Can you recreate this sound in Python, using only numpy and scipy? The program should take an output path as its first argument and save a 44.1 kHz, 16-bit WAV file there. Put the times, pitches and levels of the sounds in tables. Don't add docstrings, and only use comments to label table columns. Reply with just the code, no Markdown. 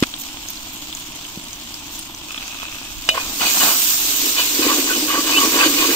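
import sys
import numpy as np
from scipy import signal
from scipy.fft import rfft, irfft, next_fast_len
from scipy.io import wavfile
from scipy.ndimage import uniform_filter1d, map_coordinates

SR = 44100
rng = np.random.default_rng(int(sys.argv[2]) if len(sys.argv) > 2 else 0)


def log_audio(samples):
    frames = np.atleast_2d(samples).T
    limited = np.clip(frames, -1, 1)
    pcm = np.round(limited * 32767).astype(np.int16)
    wavfile.write(sys.argv[1], SR, pcm)


N = 262395


def amp(db):
    return 10 ** (np.asarray(db) / 20)


def unit(x):
    return x / np.sqrt(np.mean(x ** 2) + 1e-20)


def along(points, hz):
    freqs, values = np.transpose(points)
    return np.interp(np.log(hz + 1), np.log(freqs + 1), values)


def automation(rows):
    times, *columns = np.transpose(rows)
    return [np.interp(np.arange(N) / SR, times, column) for column in columns]


def gestures(rows, attack_s, release_s):
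    t, power = np.arange(N) / SR, np.zeros(N)
    for start, hold, db in rows:
        before = np.maximum(start - t, 0) / attack_s
        after = np.maximum(t - start - hold, 0) / release_s
        power += amp(2 * db) * np.exp(-2 * (before ** 2 + after))
    return np.sqrt(power)


def wobble(rate):
    points = rng.standard_normal(int(N * rate / SR) + 4)
    return map_coordinates(points, [np.arange(N) * rate / SR])


def patchy(x, depth_db):
    spectrogram = signal.stft(x, nperseg=512)[2]
    patches = uniform_filter1d(rng.standard_normal(spectrogram.shape[1:]), size=6, axis=0)
    patches = uniform_filter1d(patches, size=7, axis=1)
    return signal.istft(spectrogram * amp(depth_db * unit(patches)), nperseg=512)[1][:, :N]


def filtered(x, response):
    size = next_fast_len(N + SR // 4)
    return irfft(rfft(x, size) * response(np.fft.rfftfreq(size, 1 / SR)), size)[..., :N]


def coloured(x, eq):
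    return unit(filtered(x, lambda hz: amp(along(eq, hz))))


def resonate(x, modes, low_hz):
    def response(f):
        body = sum((-1) ** k * amp(db) * 1j * f * width / (hz * hz - f * f + 1j * f * width)
                   for k, (hz, width, db) in enumerate(modes))
        low_cut = (f * f / (low_hz ** 2 - f * f + 1j * f * low_hz)) ** 2
        return body * low_cut
    return unit(filtered(x, response))


# (frequency [Hz], correlation [-1 to 1])
STEREO_LIKENESS = [(30, .7), (120, .99), (300, 1), (600, 1), (1200, .97), (2500, .14), (5000, .06),
                   (15000, -.68)]

def spread(pair):
    def mid_side_gains(hz):
        angle = np.arccos(np.clip(along(STEREO_LIKENESS, hz), -1, 1)) / 2
        return np.array([np.cos(angle), np.sin(angle)])
    mid, side = filtered(pair, mid_side_gains)
    return np.array([mid + side, mid - side])


def stereo_noise():
    return spread(rng.standard_normal((2, N)))


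def grains(rate, scatter_db, noise_db):
    size = amp(scatter_db * np.minimum(rng.exponential(size=N), 5))
    clicks = (rng.random(N) < rate / SR) * size * rng.standard_normal((2, N))
    return spread(unit(clicks) + amp(noise_db) * rng.standard_normal((2, N)))


def add(track, start, sound):
    part = track[..., round(start * SR):][..., :sound.shape[-1]]
    part += sound[..., :part.shape[-1]]


def pot_reverb(x, t60, wet_db):
    fade = amp(-120 * np.arange(SR // 20) / SR / t60)
    power = np.abs(signal.fftconvolve(x ** 2, fade[None] / fade.sum(), axes=1)[:, :N])
    tail = np.sqrt(power) * stereo_noise()
    return (x + amp(wet_db) * tail) / np.hypot(1, amp(wet_db))


# (time [s], sizzle level [dB], steam level [dB])
FRY_LEVELS = [(.06, -39.5, -47), (2, -40, -47.5), (2.12, -44, -47.5), (2.45, -38, -49), (3, -40, -45),
              (3.18, -34, -42), (3.395, -31, -30), (3.42, -26, -28), (3.62, -23, -20), (3.85, -25.5, -21),
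              (4.3, -26, -26.5), (4.65, -25.5, -26.5), (5.2, -27.5, -30), (5.44, -24.5, -24),
              (5.62, -24, -26), (5.95, -26.5, -24.5)]
# (start [s], hold [s], level [dB])
STEAM_SPURTS = [(.195, 0.024, -34), (.49, 0.012, -41), (.735, .015, -37.5), (.95, 0.053, -46),
                (1.92, 0.045, -43)]
# (frequency [Hz], gain [dB])
SIZZLE_EQ = [(150, -39), (450, -18), (700, -12), (1000, -8), (1400, -7), (1900, -6), (2600, 0.5),
             (3400, 1.5), (5200, 0.5), (7200, 0.45), (9200, -10.5), (10700, -20), (15000, -10)]
# (frequency [Hz], gain [dB])
STEAM_EQ = [(3000, -43), (7000, -6.5), (10500, -15), (12000, -17), (13200, -3.5), (14100, 0.5), (15400, -5)]

def frying():
    sizzle_db, steam_db = automation(FRY_LEVELS)
    rate = 1800 * amp(sizzle_db - sizzle_db.min())
    bursts = pot_reverb(grains(rate, scatter_db=2.5, noise_db=-39), t60=0.034, wet_db=-1)
    bursts /= np.sqrt(rate / rate.mean())
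    bursts += amp(-5.5) * stereo_noise()
    bursts = patchy(bursts, depth_db=1.5) * amp(0.77 * wobble(12))
    spurts = gestures(STEAM_SPURTS, attack_s=0.01, release_s=0.012)
    sizzle = amp(sizzle_db) * coloured(bursts, SIZZLE_EQ)
    steam = np.hypot(amp(steam_db), spurts) * coloured(bursts, STEAM_EQ)
    return amp(4.5) * (sizzle + steam)


# (frequency [Hz], gain [dB])
SAUCE_EQ = [(100, -7), (190, -8.5), (260, -0.5), (310, 2), (380, -11), (470, -18.5), (660, -9.5),
            (850, -8.5), (990, -5.5), (1200, -11.5), (1900, -15.5), (2500, -8), (3400, -4), (5500, -30),
            (12000, -45)]
# (frequency [Hz], gain [dB])
FIRE_EQ = [(15, 0.5), (30, 0), (45, -3.5), (70, -5.5), (120, -11), (250, -13), (800, -78)]

def simmer():
    sauce = coloured(grains(rate=500, scatter_db=2.5, noise_db=0.5), SAUCE_EQ)
    fire = coloured(stereo_noise(), FIRE_EQ) * amp(0.25 * wobble(8))
    return amp(-38) * sauce + amp(-47) * fire


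# (time [s], level [dB], pitch [Hz])
POT_KNOCKS = [(0.0251, 2.5, 275), (1.374, -16, 205), (4.666, -8.5, 430)]

def knocks():
    out, t = np.zeros(N), np.arange(SR // 8) / SR
    envelope = amp(-60 * t / 0.018) * (1 - np.exp(-t / 0.00061))
    for start, db, hz in POT_KNOCKS:
        add(out, start, amp(db + 2) * envelope * np.sin(2 * np.pi * hz * t))
    low_hz = 60
    return filtered(out, lambda f: 1j * f / (low_hz + 1j * f))


# (time [s], level [dB], ring trim [dB])
METAL_HITS = [(0.0256, -6.5, -18), (0.0343, -7.5, -27), (3.0897, -2.5, 0.5), (3.0918, -14, -1),
              (3.095, -17, 1)]
# (frequency [Hz], level [dB], time to fade 60 dB [s])
CLANK_MODES = [(525, -30, 0.19), (603, -48, 0.26), (1470, -45, .03), (1640, -29, 0.051), (2490, -9.5, 0.13),
               (2920, -0.5, 0.067), (3010, -28, .06), (3715, -8.5, 0.094), (4930, -18, 0.083),
               (6120, -9.5, .02), (7200, -13, 0.031)]

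def clanks():
    ring, crack, t = np.zeros((2, N)), np.zeros((2, N)), np.arange(SR // 4) / SR
    for start, db, ring_db in METAL_HITS:
        for hz, mode_db, t60 in CLANK_MODES:
            buzz = 0.06 * np.cumsum(rng.standard_normal(len(t)))
            scatter_db = rng.normal(0, 1.5, (2, 1))
            mode = amp(mode_db + scatter_db - 60 * t / t60) * np.sin(2 * np.pi * hz * t + buzz)
            add(ring, start, amp(db + ring_db - 3) * mode)
        add(crack, start, amp(db - 7) * rng.standard_normal((2, len(t))) * amp(-60 * t / 0.029))
    crack_eq = [(200, -6), (1200, 9.5), (3000, 13.5), (5500, 3.5), (10000, -6), (15000, -23)]
    return ring + filtered(spread(crack), lambda hz: amp(along(crack_eq, hz)))


# (time [s], level [dB], pitch [Hz], decay [ms])
OIL_SPITS = [(.1392, -16.5, 3530, 3.9), (.4864, -14, 6500, 1.1), (.5038, -14, 13900, .8),
             (.5727, -24, 4130, 3), (.9274, -18.5, 3440, 3.2), (.9503, -13.5, 6900, .8),
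             (.9997, -17, 9000, .2), (1.2511, -20, 3120, 0.99), (1.5315, -15, 6440, .73),
             (1.7425, -15.5, 5100, .85), (1.9924, -10.5, 9400, 0.23), (2.1481, -18.5, 6200, .7),
             (2.3776, -16.5, 3460, 2.5), (2.427, -16, 2700, 0.5), (2.4798, -18, 6230, 1.1),
             (2.6195, -15, 3240, .66), (2.631, -18, 1230, 1.9)]

def spits():
    out, t = np.zeros((2, N)), np.arange(SR // 40) / SR
    faint = rng.uniform([0, -32, 2600, 0.2], [N / SR, -23, 9000, 1], (120, 4))
    wall_tail = amp(-15.5 - 60 * t / 0.033)
    for start, db, hz, decay_ms in [*OIL_SPITS, *faint]:
        flutter = 0.18 * np.cumsum(rng.standard_normal((2, len(t))), axis=1)
        envelope = np.exp(-t * 1000 / decay_ms) + wall_tail
        pop = envelope * np.sin(2 * np.pi * hz * t + flutter)
        spray = amp(-30 - 60 * t / 0.0058) * rng.standard_normal((2, len(t)))
        add(out, start, amp(db - 0.5) * (pop + spray))
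    return out


# (start [s], hold [s], level [dB])
HERB_PRESSES = [(2.31, 0.29, -37), (2.61, .035, -37), (2.78, .04, -40)]

def squelch():
    press = gestures(HERB_PRESSES, attack_s=0.024, release_s=0.21)
    hollows = [(650, 98, -11), (1200, 97, 1), (1580, 470, -4.5), (2550, 140, 10), (3340, 1000, -1.5)]
    return press * resonate(grains(rate=420, scatter_db=3, noise_db=-27), hollows, low_hz=400)


def draught():
    puff_db, = automation([(2.75, -66.5), (2.97, -35), (3.1, -52), (3.3, -42), (3.5, -71)])
    puff_eq = [(20, 0.5), (35, 2), (70, -4), (130, -27), (400, -52)]
    return amp(puff_db) * coloured(stereo_noise(), puff_eq)


# (time [s], level [dB])
BLADE_DRAG = [(3.1, -59.5), (3.3, -41), (3.7, -37.5), (3.88, -46.5), (4.25, -35.5), (4.52, -36), (4.6, -26),
              (5.09, -31.5), (5.3, -27), (5.95, -26)]
# (start [s], level [dB])
BLADE_JUDDERS = [(4.26, -28.5), (4.597, -19.5), (4.656, -17), (4.785, -24), (4.965, -20), (5.025, -26),
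                 (5.18, -26.5), (5.447, -19.5), (5.539, -21.5), (5.665, -19.5), (5.895, -24)]
# (start [s], hold [s], wall ring [dB], ladle chatter [dB])
WALL_SCRAPES = [(3.158, 0.024, -27, -31), (3.412, 0.068, -26, -22), (3.615, 0.064, -23.5, -22.5),
                (4.374, 0.031, -28, -20.5), (4.635, 0.085, -22, -25), (4.875, 0.079, -30.5, -25.5),
                (5.093, 0.09, -24.5, -27), (5.284, 0.16, -24.5, -23), (5.536, .04, -22.5, -27),
                (5.595, 0.059, -17.5, -18.5), (5.78, 0.071, -23.5, -22), (5.898, .05, -27.5, -24)]
# (frequency [Hz], width [Hz], gain [dB])
BOTTOM_MODES = [(299.5, 77, 7), (359, 22, -4), (452, 270, -12)]
# (frequency [Hz], width [Hz], gain [dB])
WALL_MODES = [(494, 250, -10.5), (1000, 127, 0), (1143, 78, 4), (1530, 200, -1.5), (2050, 720, -7)]
# (frequency [Hz], width [Hz], gain [dB])
LADLE_MODES = [(2505, 80, -4.5), (2934, 29, 1), (3680, 790, -11.5), (4680, 125, -5.5)]

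def scraping():
    def slips(rate):
        return grains(rate, scatter_db=0.9, noise_db=-2) * amp(1.13 * wobble(55))
    drag = amp(automation(BLADE_DRAG)[0])
    judder = gestures([(s, 0.016, db) for s, db in BLADE_JUDDERS], attack_s=0.0073, release_s=0.011)
    stroke = dict(attack_s=0.015, release_s=0.039)
    on_wall = gestures([(s, hold, db) for s, hold, db, _ in WALL_SCRAPES], **stroke)
    chatter = gestures([(s, hold, db) for s, hold, _, db in WALL_SCRAPES], **stroke)
    rub = coloured(slips(450), [(120, -13), (200, -10.5), (270, 0), (450, -0.5), (900, -9)])
    bottom = resonate(rub, BOTTOM_MODES, low_hz=216)
    wall = resonate(patchy(slips(700), depth_db=2), WALL_MODES, low_hz=358)
    ladle = resonate(patchy(slips(700), depth_db=2), LADLE_MODES, low_hz=1520)
    return (np.hypot(drag, judder) * bottom
            + np.hypot(amp(-10.5) * drag, on_wall) * wall
            + amp(1) * np.hypot(amp(-8.5) * drag, chatter) * ladle)


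# (centre time [s], length [s], pitch [Hz], level [dB])
EDGE_SQUEAKS = [(3.126, 0.024, 2965, -21), (3.134, 0.091, 648, -30), (3.198, 0.073, 2490, -26),
                (4.387, .03, 2980, -20.5), (4.912, 0.031, 1514, -17.5), (5.107, .016, 1150, -20),
                (5.186, 0.043, 1144, -17.5), (5.341, .02, 2530, -14), (5.367, 0.025, 2660, -10),
                (5.381, 0.021, 2973, -6), (5.432, 0.043, 1116, -16.5), (5.611, 0.024, 2620, -12.5),
                (5.63, .034, 1570, -14)]

def squeaks():
    out, t = np.zeros((2, N)), np.arange(N) / SR
    waver = 0.7 * wobble(200)
    roughness = unit(amp(3 * wobble(260)))
    for centre, length, hz, db in EDGE_SQUEAKS:
        swell = np.exp(-(2 * (t - centre) / length) ** 2)
        out += amp(db) * swell * roughness * np.sin(2 * np.pi * hz * t + waver)
    return out


# (start [s], hold [s], level [dB])
PLOUGH_STROKES = [(3.18, .16, -38), (3.412, 0.028, -23), (3.55, .07, -26.5), (3.635, 0.061, -23)]

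def ploughing():
    strokes = gestures(PLOUGH_STROKES, attack_s=0.0086, release_s=0.044)
    grit = grains(rate=600, scatter_db=1.5, noise_db=-6)
    rasp_eq = [(60, -33), (150, -12), (220, 2.5), (300, -1), (450, -12),
               (700, 1), (1400, 0.5), (2200, -9.5), (4500, -3.5), (10000, -33)]
    return strokes * coloured(grit, rasp_eq)


def scene():
    cooking = frying() + simmer() + spits()
    stirring = squelch() + ploughing() + scraping() + squeaks()
    return cooking + stirring + knocks() + clanks() + draught()


# (frequency [Hz], left minus right [dB])
PORT_BALANCE = [(300, -0.5), (950, -0.5), (1300, -1.5), (2500, -2.5), (4500, 1), (6500, -2), (8100, 6.5),
                (9500, 5), (11000, -6), (12500, -7), (14000, -25), (15500, -3)]
# (frequency [Hz], phase lead [rad])
PORT_LEAD = [(100, 0), (300, 0.16), (1200, 1.08), (1550, 1.63), (2600, 4.5), (4800, 10.5), (8000, 14),
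             (15000, 26)]

def record(dry):
    def ports(hz):
        ratio = amp(along(PORT_BALANCE, hz))
        early = np.exp(0.5j * along(PORT_LEAD, hz))
        return np.array([ratio * early, 1 / early]) * np.sqrt(2 / (1 + ratio ** 2))
    stereo = filtered(dry, ports)
    clipped = stereo / (1 + stereo ** 8) ** (1 / 8)
    return filtered(clipped, lambda hz: hz < 15650)


dry = scene()
out = record(dry)
log_audio(out)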